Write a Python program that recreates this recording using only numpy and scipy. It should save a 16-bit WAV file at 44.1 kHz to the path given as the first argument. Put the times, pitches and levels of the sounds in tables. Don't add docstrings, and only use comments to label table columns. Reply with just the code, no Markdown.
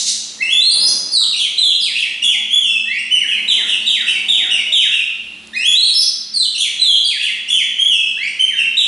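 import sys
import numpy as np
from scipy import signal
from scipy.fft import rfft, irfft, next_fast_len
from scipy.io import wavfile
from scipy.ndimage import uniform_filter1d, minimum_filter1d

SR = 44100
rng = np.random.default_rng(int(sys.argv[2]) if len(sys.argv) > 2 else 0)


def master(y):
    cut = np.clip(np.atleast_2d(y).T, -1, 1)
    pcm = np.round(cut * 32767)
    wavfile.write(sys.argv[1], SR, pcm.astype(np.int16))


def amplitude_ratio(level_db):
    exponent = np.asarray(level_db, float) / 20
    return 10 ** exponent


N = 391166
TIME = np.arange(N) / SR


def unit(x):
    return x / np.sqrt(np.mean(x ** 2))


def hiss(count=N):
    return rng.standard_normal(count)


def spectral(x, gain):
    size = next_fast_len(x.shape[-1], real=True)
    shaped = rfft(x, size) * gain(np.fft.rfftfreq(size, 1 / SR))
    return irfft(shaped, size)[..., :x.shape[-1]]


def colour(x, table):
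    hz, db = np.transpose(table)
    return spectral(x, lambda f: amplitude_ratio(np.interp(np.log(f + 1), np.log(hz), db)))


def walk(rate):
    hold = int(SR / rate)
    steps = np.repeat(hiss(N // hold + 1), hold)
    return unit(uniform_filter1d(uniform_filter1d(steps, hold), hold)[:N])


def lines(table):
    def peaks(f):
        return sum(amplitude_ratio(db) / (1 + (2 * (f - hz) / width) ** 2) for hz, width, db in table)
    return unit(spectral(hiss(), peaks))


def whistle(hz, gain, overtone_db, edge_s):
    thin_db, open_hz = 20, 2700
    closed_db = thin_db * np.clip(np.log2(open_hz / hz), 0, 2)
    third_db, fourth_db = overtone_db - 5.5 - closed_db, overtone_db - 23.5 - closed_db
    phase = 2 * np.pi * np.cumsum(hz) / SR
    tone = np.sin(phase)
    for partial, db in ((2, overtone_db), (3, third_db), (4, fourth_db)):
        tone = tone + amplitude_ratio(db) * np.sin(partial * phase) * (partial * hz < .4 * SR)
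    age = np.arange(len(hz)) / SR
    ends = np.clip(np.minimum(age, age[::-1]) / edge_s, 0, 1)
    return np.sqrt(2) * gain * tone * ends


# pitch in Hz, width in Hz, level in dB.
HUM_LINES = [(70.3, 4.8, -16), (188, 2.4, -11), (221.2, 6, -3), (299, 6.3, -11), (360, 7.1, -15.5)]


def motor_hum(hum_db):
    hum = lines(HUM_LINES) * amplitude_ratio(hum_db - 2)
    whine = lines([(1335, 8, -66)]) * amplitude_ratio(-66 + 2.5 * walk(1.5))
    return hum + whine


# time in seconds, level in dB.
KNOCKS = [
    (.55, -44.5),
    (0.879, -51),
    (1.15, -40),
    (1.648, -38.5),
    (2.552, -45),
    (4.308, -38),
    (5.68, -31.5),
    (5.821, -36),
    (6.402, -41.5),
    (7.548, -42.5),
]


def phone_knocks():
    hits = np.zeros(N)
    for s, db in KNOCKS:
        hits[int(s * SR)] = amplitude_ratio(db)
    body = unit(colour(hiss(4000), [(25, -7), (120, -6), (1000, -17.5), (3000, -29)]))
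    return signal.fftconvolve(hits, body * np.exp(-TIME[:4000] / 0.021))[:N]


def perch_claws():
    tick_age = TIME - 5.473
    tick = amplitude_ratio(-20) * np.sin(2 * np.pi * 6500 * tick_age) * np.exp(-(tick_age / .00008) ** 2)
    scrape_age = np.clip(TIME - 1.2, 0, None)
    wood = unit(colour(hiss(), [(700, -25), (1000, -3), (1350, 6), (1700, -28)]))
    swell = np.exp(-scrape_age / .12) * np.clip(scrape_age / .01, 0, 1)
    return tick + amplitude_ratio(-38) * wood * swell


# time in seconds, hum in dB, rustle in dB.
AIR_LEVELS = [(0.0, -54, -47), (0.15, -50, -51.5), (0.71, -53, -40.5), (0.86, -60, -35), (1.31, -52.5, -49),
              (3.14, -48, -52), (3.63, -47.5, -40), (3.95, -49, -47), (4.45, -45, -43.5),
              (5.11, -60.5, -53.5), (5.29, -44.5, -51), (5.9, -57, -48.5), (6.4, -51.5, -57),
              (6.67, -56.5, -52), (8.57, -52.5, -52), (8.87, -54, -49.5)]
# pitch in Hz, level in dB per Hz.
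AIR_COLOUR = [(15, -80), (25, -26.5), (156, -12.5), (212, -12.5), (247, -39), (362, -14.5), (703, -36),
              (1850, -21), (2000, -23), (2780, 2), (3770, -28), (4070, -40), (11000, -42), (14300, -72),
              (22000, -120)]


def background():
    s, hum_db, rustle_db = np.transpose(AIR_LEVELS)
    air_curve = AIR_COLOUR[:7] + [(1600, -16), (4000, -11), (11000, -47.5)]
    bed = amplitude_ratio(-46.5) * unit(colour(hiss((2, N)), air_curve))
    rustle = unit(colour(hiss((2, N)), [(60, -24), (200, -3), (500, -5.5), (1100, -8), (1700, -14.5)]))
    air_mid, air_side = bed + rustle * amplitude_ratio(np.interp(TIME, s, rustle_db) + 3.5)
    hum = motor_hum(np.interp(TIME, s, hum_db))
    contact = phone_knocks() + perch_claws()
    mid = air_mid + hum + contact
    side = amplitude_ratio(-10.5) * air_side - amplitude_ratio(-24.5) * (air_mid + contact)
    return mid, side


# band centre in Hz, time to fall 60 dB in seconds, level in dB.
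ROOM = [(930, 0.98, 5), (2000, 0.91, 3), (3000, 1.035, 2.5), (4400, 0.84, 1.5), (6000, 0.89, 0),
        (7550, 0.72, 1.5), (8570, 0.54, 9), (11450, 0.21, 2)]


def tail():
    gap_s, build_s = 0.0014, 0.0013
    age = np.arange(int(1.4 * SR)) / SR
    noise, out = rfft(hiss(len(age))), 0
    place = np.interp(np.fft.rfftfreq(len(age), 1 / SR), np.array(ROOM)[:, 0], np.arange(len(ROOM)))
    for k, (hz, t60, db) in enumerate(ROOM):
        band = irfft(noise * np.clip(1 - abs(place - k), 0, 1), len(age))
        out = out + amplitude_ratio(db - 60 * age / t60) * band
    out = out * np.clip((age - gap_s) / build_s, 0, 1)
    return out / np.sqrt(np.sum(out ** 2))


# start in seconds, end in seconds, first pitch in Hz, last pitch in Hz, level in dB.
FAR_CALLS = [
    (3.33, 3.44, 4120, 4100, -41),
    (3.8, 3.9, 4350, 4750, -39),
    (4.0, 4.2, 4750, 4650, -41),
    (6.65, 6.74, 4430, 4400, -40),
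    (8.52, 8.57, 3550, 3730, -36),
    (8.58, 8.72, 3740, 3740, -36),
    (4.22, 4.33, 760, 750, -50),
    (4.4, 4.55, 770, 680, -51),
    (4.62, 4.7, 640, 630, -53),
    (2.33, 2.45, 820, 850, -55),
]


def far_birds():
    out = np.zeros(N)
    for start, end, first_hz, last_hz, db in FAR_CALLS:
        span = slice(int(start * SR), int(end * SR))
        glide = np.linspace(first_hz, last_hz, span.stop - span.start)
        out[span] += whistle(glide, amplitude_ratio(db), -37, 0.005)
    return out


# pitch in Hz, level in dB per Hz.
RASP_COLOUR = [(880, -65), (1500, -49.5), (2090, -31), (2540, -30.5), (2710, -22.5), (3310, -19.5),
               (3850, -7), (4660, -12), (6190, -9), (11000, -26), (14300, -66), (22000, -120)]


def earlier_rasp():
    return amplitude_ratio(-15.5 - 60 * TIME / 0.88) * unit(colour(hiss((2, N)), RASP_COLOUR))


# time in seconds, level in dB.
RASP_LEVELS = [(0, -44.5), (.03, -45.5), (.055, -49), (0.064, -15), (0.093, -11.5), (.12, -57.5),
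               (.15, -84.5)]


def rasp():
    s, db = np.transpose(RASP_LEVELS)
    noise = unit(colour(hiss(), RASP_COLOUR))
    return noise * amplitude_ratio(np.interp(TIME, s, db, right=-120) + 0.94 * walk(187))


# start in seconds, end in seconds, pitch scatter as a share, flutter in dB.
HOARSE = [(.865, .91, .03, 3), (1.325, 1.45, .03, 3), (1.94, 2.05, .035, 3), (2.216, 2.33, .012, 2),
          (3.27, 3.38, .035, 3), (3.665, 3.76, .04, 3), (4.06, 4.15, .04, 3), (4.49, 4.6, .025, 3),
          (4.91, 5.03, .02, 2), (6.0, 6.05, .03, 3), (6.545, 6.66, .04, 3), (7.19, 7.3, .035, 3),
          (7.476, 7.6, .012, 2), (8.56, 8.66, .03, 3)]


def hoarseness():
    scatter, flutter_db = np.zeros(N), np.zeros(N)
    for start, end, share, db in HOARSE:
        inside = np.clip(np.minimum(TIME - start, end - TIME) / .008, 0, 1)
        scatter = scatter + share * inside
        flutter_db = flutter_db + db * inside
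    return scatter, flutter_db


# time in seconds, pitch in Hz, level in dB.
CLIMB = [
    [(0.385, 1800, -45.5), (0.4, 1920, -41.5), (0.418, 2210, -15.5)],
    [(0.42, 2630, -18), (0.44, 2660, -28), (0.49, 2873, -27), (0.515, 3300, -19.5), (0.54, 3436, -17),
     (0.59, 3520, -16.5)],
    [(0.603, 3706, -19), (0.63, 4066, -14), (0.66, 4246, -15.5), (0.7, 4317, -8.5)],
    [(0.703, 4620, -17.5), (0.745, 4690, -32)],
    [(0.8, 4900, -26), (0.83, 4990, -18), (0.873, 5110, -21.5)],
    [(0.873, 4990, -18.5), (0.9, 4496, -19)],
    [(0.866, 5520, -15), (0.876, 6000, -26), (0.9, 6240, -25)],
    [(1.115, 5170, -18.5), (1.135, 4580, -21.5), (1.17, 3997, -16), (1.225, 3663, -24.5),
     (1.24, 3140, -25.5), (1.255, 2600, -45)],
    [(1.325, 2880, -22), (1.34, 2745, -30), (1.352, 2320, -24)],
    [(1.36, 3000, -29), (1.388, 2820, -31)],
    [(1.388, 3480, -21), (1.41, 3300, -21), (1.425, 3076, -23.5), (1.45, 2420, -35.5), (1.478, 1900, -48)],
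    [(1.572, 3510, -27.5), (1.585, 4096, -14.5), (1.61, 4030, -16.5), (1.64, 3473, -13),
     (1.69, 3230, -22.5), (1.72, 2820, -34.5), (1.73, 2680, -20)],
    [(1.8, 5200, -30.5), (1.82, 4806, -25.5), (1.845, 3800, -23.5), (1.865, 2663, -25), (1.89, 2120, -37.5),
     (1.925, 1690, -46)],
    [(1.94, 2650, -31.5), (1.978, 2824, -18)],
    [(1.983, 3470, -34), (2.0, 3250, -22.5), (2.018, 2866, -27.5), (2.045, 2093, -34), (2.07, 1725, -45.5)],
    [(2.216, 2746, -27), (2.236, 2910, -13.5)],
    [(2.235, 3450, -15.5), (2.265, 3362, -19.5), (2.283, 3120, -27), (2.302, 3014, -21.5),
     (2.325, 2600, -28), (2.36, 1937, -31)],
    [(2.48, 2890, -42), (2.515, 3225, -23), (2.54, 3430, -13), (2.6, 3485, -34), (2.625, 3170, -21.5),
     (2.66, 2787, -24.5), (2.7, 2674, -27), (2.78, 2625, -26)],
    [(2.85, 1780, -50), (2.885, 1903, -34.5), (2.94, 2263, -26), (2.975, 2560, -31.5), (3.0, 2884, -18.5)],
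    [(3.105, 2920, -29), (3.125, 3025, -15.5), (3.16, 2826, -22.5), (3.195, 2550, -37.5), (3.23, 2000, -32),
     (3.265, 1444, -46.5)],
    [(3.27, 3000, -24), (3.29, 3170, -26.5), (3.32, 2574, -24), (3.36, 2393, -37), (3.395, 2000, -34)],
]
FALLS = [
    [(3.475, 3557, -21.5), (3.487, 3990, -18), (3.52, 3166, -17.5), (3.55, 2630, -35), (3.585, 2070, -30),
     (3.62, 1570, -45), (3.65, 1310, -48)],
    [(3.668, 2800, -22), (3.712, 2880, -28)],
    [(3.684, 3417, -20), (3.71, 3300, -24), (3.73, 2792, -22.5), (3.755, 2500, -21.5)],
    [(3.858, 3330, -31), (3.868, 3876, -13.5), (3.9, 3276, -20), (3.945, 2790, -31), (3.975, 2000, -29),
     (4.01, 1660, -41), (4.04, 1290, -50)],
    [(4.065, 2697, -21), (4.105, 2810, -19)],
    [(4.078, 3245, -28), (4.1, 3093, -22), (4.13, 2570, -29.5), (4.17, 2160, -31)],
    [(4.282, 3200, -12), (4.292, 3833, -13.5), (4.33, 3252, -18), (4.37, 2760, -31), (4.41, 2027, -31),
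     (4.45, 1617, -43), (4.48, 1280, -52)],
    [(4.49, 2436, -43.5), (4.515, 2908, -15.5), (4.56, 2590, -28.5), (4.62, 2080, -34)],
    [(4.718, 3150, -18), (4.73, 3847, -16.5), (4.76, 3235, -15.5), (4.795, 2940, -20.5), (4.825, 2370, -32),
     (4.86, 1724, -36.5), (4.895, 1346, -54)],
    [(4.91, 2702, -27.5), (4.94, 2797, -17.5), (4.99, 2622, -26.5), (5.025, 2374, -29.5)],
]
REPEAT = [
    [(5.53, 1710, -35.5), (5.548, 2000, -33), (5.56, 2190, -23)],
    [(5.56, 2465, -21.5), (5.6, 2595, -25.5), (5.64, 2925, -29), (5.66, 3235, -14.5), (5.682, 3392, -12),
     (5.73, 3420, -31.5)],
    [(5.748, 3530, -20), (5.77, 3880, -13.5), (5.825, 4228, -18), (5.845, 4370, -2)],
    [(5.847, 4500, -30.5), (5.885, 4560, -41)],
    [(5.935, 5280, -17), (5.965, 5266, -22), (5.998, 5315, -7.5)],
    [(5.996, 5030, -11.5), (6.03, 4610, -33)],
    [(6.003, 5580, -24), (6.022, 6120, -29), (6.045, 6040, -28)],
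    [(6.335, 4760, -22), (6.37, 4217, -20), (6.41, 4004, -18.5), (6.445, 3350, -31.5), (6.465, 2890, -22)],
    [(6.545, 3030, -22), (6.56, 2600, -27.5), (6.572, 2380, -45)],
    [(6.575, 2880, -24.5), (6.6, 3000, -40)],
    [(6.602, 3600, -11), (6.62, 3450, -23.5), (6.635, 2948, -29.5), (6.66, 2295, -35.5), (6.695, 1650, -54)],
    [(6.79, 3830, -25.5), (6.805, 4136, -14), (6.835, 3930, -17.5), (6.86, 3573, -16.5),
     (6.91, 3240, -15.5), (6.945, 3026, -29.5), (6.955, 2700, -19)],
    [(7.04, 4846, -29), (7.06, 4555, -23.5), (7.085, 3790, -26.5), (7.11, 2594, -28), (7.14, 2000, -35),
     (7.18, 1620, -45)],
    [(7.192, 2630, -27), (7.228, 2900, -20)],
    [(7.228, 3480, -13), (7.245, 3200, -32.5), (7.262, 2707, -25.5), (7.29, 2120, -29), (7.31, 1730, -43)],
    [(7.476, 2610, -32.5), (7.497, 2940, -13)],
    [(7.496, 3428, -18), (7.515, 3390, -15.5), (7.535, 3155, -21.5), (7.57, 3000, -20), (7.6, 2377, -27),
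     (7.635, 1754, -37.5)],
    [(7.77, 2777, -42.5), (7.8, 3200, -16.5), (7.825, 3280, -19.5), (7.885, 3412, -26), (7.92, 2897, -16.5),
     (7.96, 2666, -27), (8.04, 2568, -32.5), (8.1, 2707, -26)],
    [(8.165, 1480, -44.5), (8.185, 1880, -37), (8.23, 2208, -24), (8.265, 2630, -31.5),
     (8.285, 3010, -24.5)],
    [(8.39, 2984, -25.5), (8.41, 3144, -13), (8.45, 2900, -33), (8.485, 2580, -41.5), (8.515, 1925, -32.5),
     (8.56, 1516, -44)],
    [(8.56, 2950, -34.5), (8.59, 2743, -20), (8.63, 2517, -32.5), (8.67, 2070, -37)],
    [(8.765, 3450, -22.5), (8.778, 3930, -14.5), (8.81, 3200, -18.5), (8.84, 2800, -30.5),
     (8.868, 2270, -41)],
]
OVERTONE_DB = [-10, -18, -21, -8.5, -14, -11.5, -30, -15, -17, -6, -16, -19, -14.5, -20, -17.5, -16, -16.5,
               -19, -16.5, -19.5, -26, -19, -18, -23, -18.5, -21, -20.5, -21.5, -18, -19.5, -25.5, -2.5,
               -14.5, -21.5, -1.5, -16, -14, -35, -15.5, -9.5, -2, -12.5, -20, -14, -24, -22.5, -12, -17,
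               -20, -13, -21.5, -25, -19.5]


def songbird():
    song_db, onset_s = 7, .007
    breath_db, puff_db, puff_s = -32, 9.5, 0.0097
    scatter, flutter_db = hoarseness()
    tremor, swell_db = 0.0029 * walk(150), 1.86 * walk(90)
    bend = 1 + tremor + scatter * walk(500)
    swell = amplitude_ratio(swell_db + flutter_db * walk(400))
    breath = unit(colour(hiss(), [(2000, -30), (4700, -16), (6000, 0), (10000, -1), (12000, -12)]))
    out = np.zeros(N)
    for note, overtone_db in zip(CLIMB + FALLS + REPEAT, OVERTONE_DB):
        s, note_hz, note_db = np.transpose(note)
        span = slice(int(s[0] * SR), min(int(s[-1] * SR), N))
        hz = uniform_filter1d(np.interp(TIME[span], s, note_hz), size=200)
        db = uniform_filter1d(np.interp(TIME[span], s, note_db), size=200) + song_db
        out[span] += whistle(hz * bend[span], amplitude_ratio(db) * swell[span], overtone_db, onset_s)
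        leak_db = breath_db + puff_db * np.exp(-(TIME[span] - s[0]) / puff_s)
        leak_db = leak_db + 2.18 * flutter_db[span]
        out[span] += breath[span] * amplitude_ratio(db + leak_db)
    return out


# pitch in Hz, level in dB.
SHADOW = [(1500, -3), (3000, -3), (5000, -5), (7000, -9), (10000, -10)]
# pitch in Hz, level in dB.
SPREAD = [(1500, -16), (3000, -19.5), (5000, -14.5), (9000, -11.5)]


def scene():
    wet_db, lean_db = 1, -1
    near = songbird() + rasp()
    into_room = amplitude_ratio(wet_db) * near + far_birds()
    wet_mid = signal.fftconvolve(into_room, tail())[:N]
    wet_side = signal.fftconvolve(into_room, tail())[:N]
    ringing_mid, ringing_side = earlier_rasp()
    air_mid, air_side = background()
    mid = colour(near, SHADOW) + wet_mid + ringing_mid + air_mid
    side = colour(wet_side + ringing_side, SPREAD) + air_side
    return np.array([(mid + side) * amplitude_ratio(lean_db / 2), (mid - side) * amplitude_ratio(-lean_db / 2)])


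def band_limit(x):
    return signal.sosfilt(signal.butter(12, 11380, fs=SR, output="sos"), x)


def record(dry):
    ceiling, top_hz = .82, 11000
    headroom = np.minimum(1, ceiling / (np.abs(dry).max(axis=0) + 1e-9))
    gain = uniform_filter1d(minimum_filter1d(headroom, size=400), size=400)
    cut = signal.ellip(10, .2, 80, top_hz, fs=SR, output="sos")
    mix = signal.sosfilt(cut, dry * gain * 0.92)
    return band_limit(mix)


dry = scene()
out = record(dry)
master(out)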